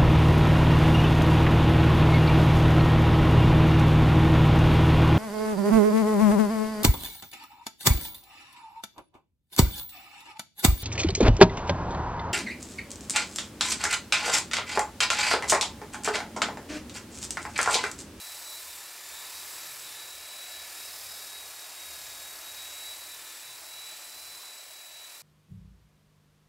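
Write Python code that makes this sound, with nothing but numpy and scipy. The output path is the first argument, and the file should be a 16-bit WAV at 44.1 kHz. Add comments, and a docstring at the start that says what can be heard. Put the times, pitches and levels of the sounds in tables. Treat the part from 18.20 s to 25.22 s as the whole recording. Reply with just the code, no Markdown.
"""A belt sander is pushed to and fro along a wooden post on an open deck, heard close by in mono.
From the start, fan and armature slots whine, a gear drives the roller, and grit tears at the wood
with a hiss that throbs once per roller turn. From half a second on, larger splinters tick.
The motor sags under load and is slowest near 4 s, just after the loudest splinter.
By 6 s it has regained its speed, and in the last second the rasp and hiss ease."""
import sys
import numpy as np
from scipy import signal
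from scipy.fft import rfft, irfft, next_fast_len
from scipy.io import wavfile
from scipy.ndimage import map_coordinates

SR = 44100
rng = np.random.default_rng(int(sys.argv[2]) if len(sys.argv) > 2 else 0)


def inscribe(sig):
    """Save sig as 16-bit PCM at rate SR to the path in sys.argv[1].

    A 1-D sig is mono; a 2-D sig holds one channel per row.
    Samples are clipped to [-1, 1] before scaling.
    """
    pcm = np.round(np.clip(np.atleast_2d(sig).T, -1, 1) * 32767)
    wavfile.write(sys.argv[1], SR, pcm.astype(np.int16))


N = 309582
FAN_BLADES, ARMATURE_SLOTS = 12, 11
MESHES_PER_TURN, ROLLER_TEETH = 16 / 3, 45


def from_db(db):
    """Amplitude grows tenfold for every 20 dB."""
    return 10 ** (np.asarray(db) / 20)


def unit_rms(x):
    """Normalisation to an rms of 1."""
    return x / np.sqrt(np.mean(x ** 2) + 1e-20)


def curves(rows):
    """Linear interpolation of each column of a time table at every sample."""
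    time_s, *columns = np.transpose(rows)
    return [np.interp(np.arange(N) / SR, time_s, column) for column in columns]


def gain_curves(rows):
    """Linear interpolation in amplitude of each dB column of a time table."""
    time_s, *columns = np.transpose(rows)
    return [np.interp(np.arange(N) / SR, time_s, from_db(db)) for db in columns]


def drift(rate_hz):
    """Low-pass filtered noise: a slow random fluctuation of rms 1."""
    pole = np.exp(-40 * np.pi * rate_hz / SR)
    noise = rng.standard_normal(N // 20 + 2002)   # one value per 20 samples
    slow = signal.lfilter([1], [1, -2 * pole, pole * pole], noise)[2000:]
    return np.interp(np.arange(N) / 20, np.arange(len(slow)), unit_rms(slow))


def coloured(x, spectrum):
    """Source and filter: a frequency response shapes the excitation x; rms 1."""
    hz, db = np.transpose(spectrum)
    size = next_fast_len(N)
    bins_hz = np.maximum(np.fft.rfftfreq(size, 1 / SR), 1)
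    gain = from_db(np.interp(np.log(bins_hz), np.log(hz), db, left=-80, right=-80))
    return unit_rms(irfft(rfft(x, size) * gain, size)[:N])


def grit(per_s, spread_db):
    """Shot noise: countless tiny fractures of uneven size at random instants; rms 1."""
    fractures = rng.random(N) < per_s / SR
    return unit_rms(fractures * rng.standard_normal(N) * from_db(spread_db * rng.standard_normal(N)))


def partials(cycles, orders, flutter_db, flutter_hz):
    """Rotational orders: tones at fixed multiples of a rotation rate, each fluttering on its own."""
    tones = 0
    for order, db in orders:
        amplitude = np.sqrt(2) * from_db(db + flutter_db * drift(flutter_hz))
        tones += amplitude * np.sin(2 * np.pi * (order * cycles + rng.random()))
    return tones


# The post shaking under the roller: time_s, hum_db, judder_db
SHAKE_LEVELS = [(0.0, -90, -84), (0.12, -73, -76), (0.17, -75, -74), (0.33, -77, -87), (0.39, -78, -74),
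                (0.49, -70, -84), (0.6, -77, -75), (0.68, -84, -84), (0.74, -78, -89), (0.8, -80, -75),
                (0.94, -71, -80), (1.04, -80, -80), (1.17, -74, -78), (1.54, -79, -71), (1.56, -80, -73),
                (1.9, -79, -76), (1.93, -73, -83), (2.01, -72, -75), (2.21, -83, -83), (2.4, -70, -79),
                (2.54, -79, -78), (2.79, -73, -76), (2.87, -70, -67), (2.95, -72, -76), (3.13, -83, -78),
                (3.17, -72, -80), (3.26, -71, -75), (3.46, -85, -77), (3.62, -73, -81), (3.68, -74, -68),
                (3.71, -66, -78), (3.77, -74, -71), (3.81, -70, -69), (4.03, -70, -74), (4.14, -74, -81),
                (4.38, -71, -72), (4.5, -75, -82), (4.91, -74.5, -78), (5.18, -85, -81), (5.3, -81, -71),
                (5.51, -77, -90), (5.59, -76, -79), (5.85, -84, -81), (5.87, -78, -82), (6.1, -74, -72),
                (6.16, -81, -77), (6.26, -82, -88), (6.43, -91, -85), (6.51, -79, -82), (6.61, -85, -85),
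                (6.8, -77, -79), (6.88, -89, -85), (7.02, -79, -87)]
# Spectrum of the rumble around the hum: frequency_hz, gain_db
RUMBLE_SPECTRUM = [(20, -1), (45, -3), (62, 3), (80, -2), (97, -10), (130, -20), (300, -40)]
# Partials of the roller's knock: cycles_per_turn, level_db
KNOCK_ORDERS = [(3, -5.5), (4, -11.5)]
# Spectrum of the sander's bouncing: frequency_hz, gain_db
JUDDER_SPECTRUM = [(85, -20), (105, 0), (120, -2), (135, -.5), (155, -1), (180, -11), (300, -28)]


def shake(roller_turns):
    """Forced vibration: the roller presses twice a turn, a hum; the bouncing sander adds judder."""
    hum_db, judder_db = curves(SHAKE_LEVELS)
    hum = partials(roller_turns, [(2, -1.0)], flutter_db=1.5, flutter_hz=6)
    hum += from_db(-3.5) * coloured(rng.standard_normal(N), RUMBLE_SPECTRUM)
    judder = partials(roller_turns, KNOCK_ORDERS, flutter_db=2.5, flutter_hz=4)
    judder += from_db(-3.0) * coloured(rng.standard_normal(N), JUDDER_SPECTRUM)
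    return from_db(hum_db) * hum + from_db(judder_db) * judder


# Mesh tone and tooth whistle of the gear: time_s, mesh_db, whistle_db
GEAR_LEVELS = [(0.0, -61.0, -60), (0.23, -69, -62), (0.45, -66, -61), (0.68, -61.0, -73), (0.91, -57, -72),
               (1.13, -63.0, -60), (1.36, -63, -62.0), (1.59, -66.0, -58.5), (1.81, -61.5, -67),
               (2.04, -60.5, -59.5), (2.26, -63, -62), (2.49, -56.5, -58.0), (2.72, -66, -53.5),
               (2.94, -69, -54.5), (3.17, -59.5, -61), (3.4, -64, -70.0), (3.62, -61.0, -65),
               (3.85, -60.0, -74), (4.08, -60, -68.0), (4.3, -61.0, -62.0), (4.53, -69, -68.0),
               (4.76, -62, -73), (4.98, -61.0, -68.0), (5.21, -64.0, -69.0), (5.43, -75, -71),
               (5.66, -66, -63), (5.89, -71.0, -65.0), (6.11, -76.0, -65), (6.34, -68, -65.0),
               (6.57, -66, -67.0), (6.79, -69, -70.0), (7.02, -69.0, -68.0)]
# Partials of the tooth whistle: cycles_per_motor_turn, level_db
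WHISTLE_ORDERS = [(16, .3), (14.667, -6)]


def gear(motor_turns, wobble):
    """Amplitude modulation: the off-centre gear presses its teeth harder once per roller turn."""
    mesh_gain, whistle_gain = gain_curves(GEAR_LEVELS)
    mesh = mesh_gain * partials(motor_turns, [(MESHES_PER_TURN, 0)], flutter_db=1.9, flutter_hz=5.4)
    whistle = whistle_gain * partials(motor_turns, WHISTLE_ORDERS, flutter_db=2.2, flutter_hz=15)
    return mesh * (1 + 0.56 * wobble) + whistle * (1 + 0.51 * wobble)


# Whine of the armature slots: time_s, fundamental_db, overtones_db
SLOT_LEVELS = [(0.0, -66, -59.5), (0.23, -62, -70.0), (0.38, -62.5, -66.5), (0.45, -57.5, -68.5),
               (0.52, -55.5, -58.0), (0.61, -60, -53), (0.75, -64.5, -69.0), (0.87, -60, -51.5),
               (0.98, -53, -52), (1.05, -54.5, -56), (1.15, -67, -62.0), (1.27, -57, -63.5),
               (1.37, -65, -60.0), (1.62, -60.0, -67.5), (1.73, -56.0, -59.0), (1.82, -59, -55),
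               (2.03, -69.0, -69), (2.15, -63.0, -63.0), (2.31, -77.5, -65.5), (2.58, -62, -57),
               (2.77, -58.5, -69.0), (2.92, -63, -65.5), (2.98, -56, -64.0), (3.14, -69.0, -61.0),
               (3.37, -69, -71.5), (3.67, -76.0, -63), (3.9, -63.0, -66.0), (4.24, -66, -71.5),
               (4.53, -62, -56.5), (4.69, -68, -60.5), (4.85, -65.0, -62.0), (4.98, -59, -58),
               (5.2, -62, -58.5), (5.3, -58.5, -67.5), (5.37, -65.0, -72.5), (5.48, -79.5, -62.5),
               (5.62, -63.5, -64.0), (5.72, -65.5, -59.5), (6.11, -67.5, -74.0), (6.23, -64, -61.0),
               (6.55, -78.5, -77.5), (7.02, -67, -65)]
# Harmonics 2 to 4 of the slot tone: cycles_per_turn, level_db
SLOT_ORDERS = [(22, -1), (33, -17), (44, -20)]


def armature(motor_turns):
    """Slot-passing tone: the armature sings at shaft speed times slot count, just below the fan."""
    tone_gain, overtone_gain = gain_curves(SLOT_LEVELS)
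    tone = partials(motor_turns, [(ARMATURE_SLOTS, -.2)], flutter_db=2.4, flutter_hz=25)
    overtones = partials(motor_turns, SLOT_ORDERS, flutter_db=1.0, flutter_hz=23)
    return tone_gain * tone + overtone_gain * overtones


# The fan's fundamental, swelling and fading as the sander moves: time_s, level_db
FAN_LEVEL = [(0.0, -49), (0.12, -49), (0.18, -51.5), (0.21, -71.0), (0.28, -47.5), (0.33, -45.5),
             (0.46, -68.5), (0.52, -52), (0.57, -67.0), (0.67, -53), (0.72, -59), (0.91, -63.0),
             (0.97, -51.5), (1.06, -51), (1.11, -63), (1.15, -50.0), (1.19, -49.5), (1.27, -60),
             (1.41, -51.5), (1.44, -55.0), (1.5, -51.5), (1.58, -74.0), (1.65, -49.5), (1.7, -59),
             (1.82, -47.5), (1.86, -52), (1.9, -48.5), (1.98, -54.0), (2.09, -49.0), (2.19, -49.0),
             (2.23, -47.0), (2.3, -50.5), (2.33, -46.5), (2.41, -48.5), (2.5, -63.0), (2.57, -56),
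             (2.6, -49), (2.65, -51), (2.76, -57.5), (2.82, -58.0), (2.92, -50.5), (2.96, -55),
             (3.02, -50.5), (3.05, -54.0), (3.14, -48.0), (3.21, -47.5), (3.3, -61), (3.34, -55.0),
             (3.44, -51.5), (3.48, -59), (3.56, -57), (3.6, -49.5), (3.83, -55), (3.91, -52), (3.97, -55.5),
             (4.08, -49.5), (4.2, -60), (4.29, -47), (4.31, -47), (4.34, -56), (4.4, -46), (4.52, -48.5),
             (4.59, -47.5), (4.67, -43.5), (4.72, -44.0), (4.78, -57.5), (4.82, -48.5), (4.88, -54),
             (4.92, -48), (5.0, -67), (5.08, -52), (5.19, -67.5), (5.25, -50.0), (5.34, -51.0), (5.42, -63),
             (5.52, -48.5), (5.64, -47), (5.74, -49), (5.79, -63), (5.83, -52), (5.89, -54.5),
             (5.98, -50.0), (6.03, -52.5), (6.11, -50.5), (6.17, -51.0), (6.31, -50.0), (6.37, -55),
             (6.41, -51), (6.46, -60), (6.53, -53.0), (6.63, -51.5), (6.69, -54.0), (6.84, -49.0),
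             (6.91, -58.5), (6.94, -53.5), (7.02, -67)]
# The fan's harmonics: time_s, second_db, third_db, fourth_db
FAN_HARMONICS = [(0.0, -71.5, -64.0, -79.0), (0.06, -73.5, -65.0, -79.0), (0.17, -52, -62.5, -79.5),
                 (0.32, -55, -56.5, -80.0), (0.47, -67.0, -67.5, -83.5), (0.57, -57.5, -64.0, -72.0),
                 (0.72, -73.0, -66.0, -86.5), (0.82, -73.0, -68.5, -76.0), (0.92, -58.5, -59.5, -63.5),
                 (1.01, -56.0, -69.5, -65.5), (1.14, -62, -61.5, -69.0), (1.35, -54, -56, -65.0),
                 (1.46, -59, -54.0, -84.5), (1.59, -55, -63.0, -71.5), (1.67, -59, -65.0, -80.0),
                 (1.94, -59, -63.5, -65.0), (2.03, -70.0, -64.5, -80.5), (2.16, -56.0, -63.0, -69.5),
                 (2.29, -56.0, -61.5, -64.5), (2.42, -70.5, -69.5, -72.5), (2.61, -70.5, -61, -79.5),
                 (2.75, -70.5, -62.5, -60), (2.88, -70.5, -60, -62.0), (2.99, -72.5, -61.5, -78.5),
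                 (3.15, -67.5, -64, -70.5), (3.26, -59.5, -58.5, -63.5), (3.43, -60.0, -67, -60.0),
                 (3.57, -55, -63.0, -62.5), (3.68, -60, -60.0, -68.5), (3.82, -55, -60.0, -62.5),
                 (4.0, -55.5, -63.5, -62.5), (4.19, -62.0, -58.5, -63), (4.44, -57, -60.0, -64.0),
                 (4.59, -54, -61.5, -67), (4.86, -62, -65, -78.0), (5.15, -57.5, -70.0, -86.5),
                 (5.4, -68.5, -65.5, -66.5), (5.63, -56, -66.0, -72.0), (6.13, -67, -70.5, -86.5),
                 (6.33, -55.5, -65.5, -81.5), (6.5, -59.5, -66.0, -66.0), (7.02, -65.0, -71.0, -81.5)]


def fan(motor_turns):
    """Blade-passing tone: the blades chop the air periodically, as in a siren."""
    blade_passes = motor_turns * FAN_BLADES
    fundamental_gain, = gain_curves(FAN_LEVEL)
    whine = fundamental_gain * partials(blade_passes, [(1, 0)], flutter_db=0.8, flutter_hz=40)
    for harmonic, gain in enumerate(gain_curves(FAN_HARMONICS), start=2):
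        whine += gain * partials(blade_passes, [(harmonic, -.3)], flutter_db=2.6, flutter_hz=25)
    return whine


# Spectrum of the rasping wood: frequency_hz, gain_db
RASP_SPECTRUM = [(60, -22), (200, -15.5), (280, -10.5), (400, -4.5), (480, -6.5), (580, -3.5), (780, -5.5),
                 (1000, -5), (1300, 0), (1550, -1.5), (1900, -2), (2500, -24), (4000, -50)]
# The timber's two resonances: centre_hz, bandwidth_hz, gain_db
TIMBER_MODES = [(685, 220, -1.5), (963, 280, -1)]
# Their excitation, set by where the belt bears: time_s, low_mode_db, high_mode_db
MODE_LEVELS = [(0.0, -59, -60), (0.29, -63, -58.5), (0.39, -59, -62), (0.47, -69, -56.5), (0.82, -65, -60),
               (0.96, -64, -56), (1.43, -77, -58.5), (1.49, -59, -59), (1.52, -70, -60), (1.84, -59, -60),
               (1.88, -69, -59), (1.95, -57.5, -64), (2.03, -63, -61), (2.13, -59.5, -61.5),
               (4.81, -60, -59), (4.83, -64, -55), (4.89, -62, -71), (4.96, -69, -61), (5.3, -67, -61.5),
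               (5.41, -60.5, -59.5), (6.14, -63, -64), (6.18, -70, -55.5), (6.28, -60.5, -63.5),
               (6.8, -62.5, -64), (7.02, -65, -62)]
# Partials of the rotor's buzz: cycles_per_turn, level_db
BUZZ_ORDERS = [(1, -21.5), (2, -38), (4, -17.5), (5, -26), (10, -30), (15, -16), (20, -21)]


def post(motor_turns, wobble, rasp_db):
    """Driven resonance: the timber rasps and rings under the belt and buzzes with the rotor."""
    rasp = from_db(-0.62 + .5 * wobble) * coloured(grit(per_s=20000, spread_db=2.4), RASP_SPECTRUM)
    ring = 0
    for level_db, (hz, width_hz, gain_db) in zip(curves(MODE_LEVELS), TIMBER_MODES):
        band = signal.butter(2, [hz - width_hz / 2, hz + width_hz / 2], "band", fs=SR, output="sos")
        ring += from_db(level_db + gain_db) * unit_rms(signal.sosfilt(band, rng.standard_normal(N)))
    buzz = partials(motor_turns, BUZZ_ORDERS, flutter_db=1.5, flutter_hz=5.3)
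    return from_db(rasp_db) * (rasp + buzz) + ring


# Large splinters catching: start_s, level_db
LARGE_SPLINTERS = [(0.5024, -29), (1.5878, -30), (2.9933, -29), (3.5374, -33), (3.5754, -31), (3.709, -24),
                   (4.85, -36), (5.2814, -32)]


def splinters(hiss_db, chips_per_s, decay_s):
    """Brittle fracture: large fibres and small chips snap in bright, exponentially decaying bursts."""
    chip_db = hiss_db + 5 + 1.5 * rng.standard_normal(N)
    snaps = (rng.random(N) < chips_per_s / SR) * from_db(chip_db)
    for start_s, level_db in LARGE_SPLINTERS:
        snaps[round(start_s * SR)] += from_db(level_db - 6.5)
    envelope = signal.lfilter([1], [1, -np.exp(-1 / (decay_s * SR))], snaps + 1e-18)
    bright_band = signal.butter(2, [2500, 13000], "band", fs=SR, output="sos")
    return signal.sosfilt(bright_band, envelope * rng.standard_normal(N))


# The sander's place along the post: time_s, position_fraction
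SANDER_POSITION = [(0, .38), (.2, .42), (.65, .82), (1.3, .29), (1.95, .83), (2.7, .32), (3.3, .73),
                   (3.7, .57), (4.05, .73), (4.5, .55), (5.1, .74), (5.9, .43), (6.55, .81), (7.02, .3)]


def with_reflection(direct, echo_db, shortest_s, sweep_s):
    """Comb filtering: an echo off the timber, its delay following the stroke, makes the hiss swish."""
    position, = curves(SANDER_POSITION)
    lag_samples = (shortest_s + sweep_s * position) * SR
    echo = map_coordinates(direct, [np.arange(N) - lag_samples], order=3)
    return direct + from_db(echo_db) * echo


# Spectrum of the belt's scrape: frequency_hz, gain_db
SCRAPE_SPECTRUM = [(2800, -42), (3600, -9), (4300, 2), (4800, 1.5), (5400, 1), (6000, 0), (6700, -1.5),
                   (7400, 1.5), (8500, -15), (11000, -40)]
# Spectrum of the fine dust: frequency_hz, gain_db
DUST_SPECTRUM = [(9000, -29), (12000, -3), (13500, 0), (15000, 0), (16000, -3)]
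# Spectrum of the grit's hiss: frequency_hz, gain_db
HISS_SPECTRUM = [(5000, -26), (7000, -5.5), (8200, 1.5), (8600, .4), (9400, -0.3), (10200, -0.8),
                 (10800, 2), (11600, -0.7), (12600, -1.5), (13300, -3.3), (14300, -3), (15000, -7),
                 (16000, -6)]
# Spectrum of the air in the housing: frequency_hz, gain_db
RUSH_SPECTRUM = [(1300, -20), (1900, -4.5), (2350, 1), (2700, -1.5), (3100, -4.5), (3600, -3.5),
                 (4300, -13), (6000, -14)]


def belt(wobble, rush_db, scrape_db, hiss_db):
    """Abrasion and flow noise: grit cuts in surges as the roller turns; air rushes in the housing."""
    scrape_gain = from_db(scrape_db + 0.2 + 1.4 * wobble + 0.56 * drift(rate_hz=98))
    scrape = scrape_gain * coloured(grit(per_s=30000, spread_db=1.6), SCRAPE_SPECTRUM)
    bite_db = hiss_db - np.mean(hiss_db)   # a harder bite throws finer dust and brightens the top
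    dust = from_db(-13 + 1.1 * bite_db) * coloured(rng.standard_normal(N), DUST_SPECTRUM)
    hiss_gain = from_db(hiss_db + .2 + 0.78 * wobble + 0.51 * drift(rate_hz=90))
    hiss = hiss_gain * (coloured(grit(per_s=40000, spread_db=1.2), HISS_SPECTRUM) + dust)
    rush = from_db(rush_db + 1.13) * coloured(rng.standard_normal(N), RUSH_SPECTRUM)
    return with_reflection(scrape + hiss + rush, echo_db=-19.5, shortest_s=.0009, sweep_s=0.00163)


# Shaft speed, sagging as the belt is pressed down: time_s, speed_hz
MOTOR_SPEED = [(0.0, 328.4), (0.18, 329.0), (0.36, 329.0), (0.54, 327.9), (0.72, 328.2), (0.9, 326.3),
               (1.08, 323.9), (1.26, 324.6), (1.44, 325.7), (1.62, 325.4), (1.8, 324.9), (1.98, 326.6),
               (2.16, 327.2), (2.34, 325.2), (2.52, 323.3), (2.7, 323.0), (2.88, 322.3), (3.06, 321.0),
               (3.24, 319.5), (3.42, 318.6), (3.6, 318.5), (3.78, 316.8), (3.96, 316.6), (4.14, 318.7),
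               (4.32, 320.4), (4.5, 323.2), (4.68, 325.4), (4.86, 326.4), (5.04, 326.9), (5.22, 327.3),
               (5.4, 326.1), (5.58, 327.1), (5.76, 329.3), (5.94, 331.8), (6.12, 332.1), (6.3, 328.9),
               (6.48, 326.7), (6.66, 326.5), (6.84, 327.1), (7.02, 327.8)]
# Noise of wood, housing, belt and grit through the strokes: time_s, rasp_db, rush_db, scrape_db, hiss_db
STROKE_LEVELS = [(0.0, -55, -54.0, -48, -46.0), (0.14, -54.5, -52.5, -48, -47),
                 (0.29, -54.0, -55, -48, -46.5), (0.43, -55, -53.5, -48, -46),
                 (0.57, -54.5, -53.0, -49.5, -47.5), (0.72, -54, -54, -50.0, -49.0),
                 (0.86, -55, -52, -49.5, -48.5), (1.0, -52.5, -52.5, -49.0, -47),
                 (1.15, -54.0, -52.0, -47.0, -46.0), (1.29, -52.5, -52.5, -47, -45.5),
                 (1.43, -52, -51.5, -47, -46), (1.58, -54, -53.0, -48, -47),
                 (1.72, -53.5, -51.5, -48.5, -47), (1.86, -54.5, -54.0, -49.5, -48.5),
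                 (2.01, -54.5, -53, -50.0, -49), (2.15, -55.5, -52.5, -50.0, -48.5),
                 (2.29, -54.5, -52.0, -48, -48.0), (2.44, -54.5, -52, -48.5, -48),
                 (2.58, -54.0, -51.5, -48.5, -46), (2.72, -54.0, -53, -47.5, -46.5),
                 (2.87, -53.5, -53, -48, -46.5), (3.01, -54, -54.5, -47.5, -46),
                 (3.15, -54.5, -53.5, -49.5, -48.0), (3.3, -55, -54.0, -49, -48.0),
                 (3.44, -55, -54.5, -49, -49.5), (3.58, -56, -52, -50.0, -48), (3.72, -55, -53.5, -48, -47),
                 (3.87, -55, -53.0, -47.5, -47.5), (4.01, -54.5, -53.5, -48.5, -47.5),
                 (4.15, -54.0, -54.0, -49, -48.0), (4.3, -54.0, -54.0, -49, -48.0),
                 (4.44, -54.5, -52, -48, -47.5), (4.58, -54.0, -52, -48.5, -47.5),
                 (4.73, -55, -52.5, -48.5, -47.5), (4.87, -55.5, -55.5, -50, -48),
                 (5.01, -54.5, -53.5, -50.5, -48.5), (5.16, -54.5, -53, -50.5, -49.5),
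                 (5.3, -57, -55, -51.0, -49.5), (5.44, -56.5, -55.5, -50, -49.5),
                 (5.59, -57, -54.0, -51.5, -49.5), (5.73, -55, -52.5, -50, -49.5),
                 (5.87, -56.5, -55.5, -50.5, -49.5), (6.02, -56.5, -56.0, -50, -49),
                 (6.16, -56, -55.5, -50.5, -49.5), (6.3, -57, -55.5, -52, -51.5),
                 (6.45, -60, -56.0, -53, -53.0), (6.59, -60.5, -56.5, -54, -52.5),
                 (6.73, -61.5, -57, -54.5, -53.5), (6.88, -58.5, -56, -53.5, -52.5),
                 (7.02, -59.5, -58.5, -53.5, -51.5)]


def scene():
    """Superposition: one shaft drives motor, gear and roller; their sounds add, alike in both channels."""
    speed_hz, = curves(MOTOR_SPEED)
    rasp_db, rush_db, scrape_db, hiss_db = curves(STROKE_LEVELS)
    motor_turns = np.cumsum(speed_hz * (1 + 0.00031 * drift(rate_hz=27.3))) / SR
    roller_turns = motor_turns * MESHES_PER_TURN / ROLLER_TEETH
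    wobble = np.cos(2 * np.pi * (roller_turns - .75))   # peaks as the roller's high spot meets the wood
    sound = fan(motor_turns) + armature(motor_turns) + gear(motor_turns, wobble)
    sound += belt(wobble, rush_db, scrape_db, hiss_db)
    sound += post(motor_turns, wobble, rasp_db) + shake(roller_turns)
    sound += splinters(hiss_db, chips_per_s=19, decay_s=.0004)
    return np.array([sound, sound])


def record(dry):
    """Band limiting: an elliptic low-pass filter cuts the top steeply."""
    cutoff_hz = 15750
    return signal.sosfilt(signal.ellip(14, .1, 80, cutoff_hz, fs=SR, output="sos"), dry)


dry = scene()
out = record(dry)
inscribe(out)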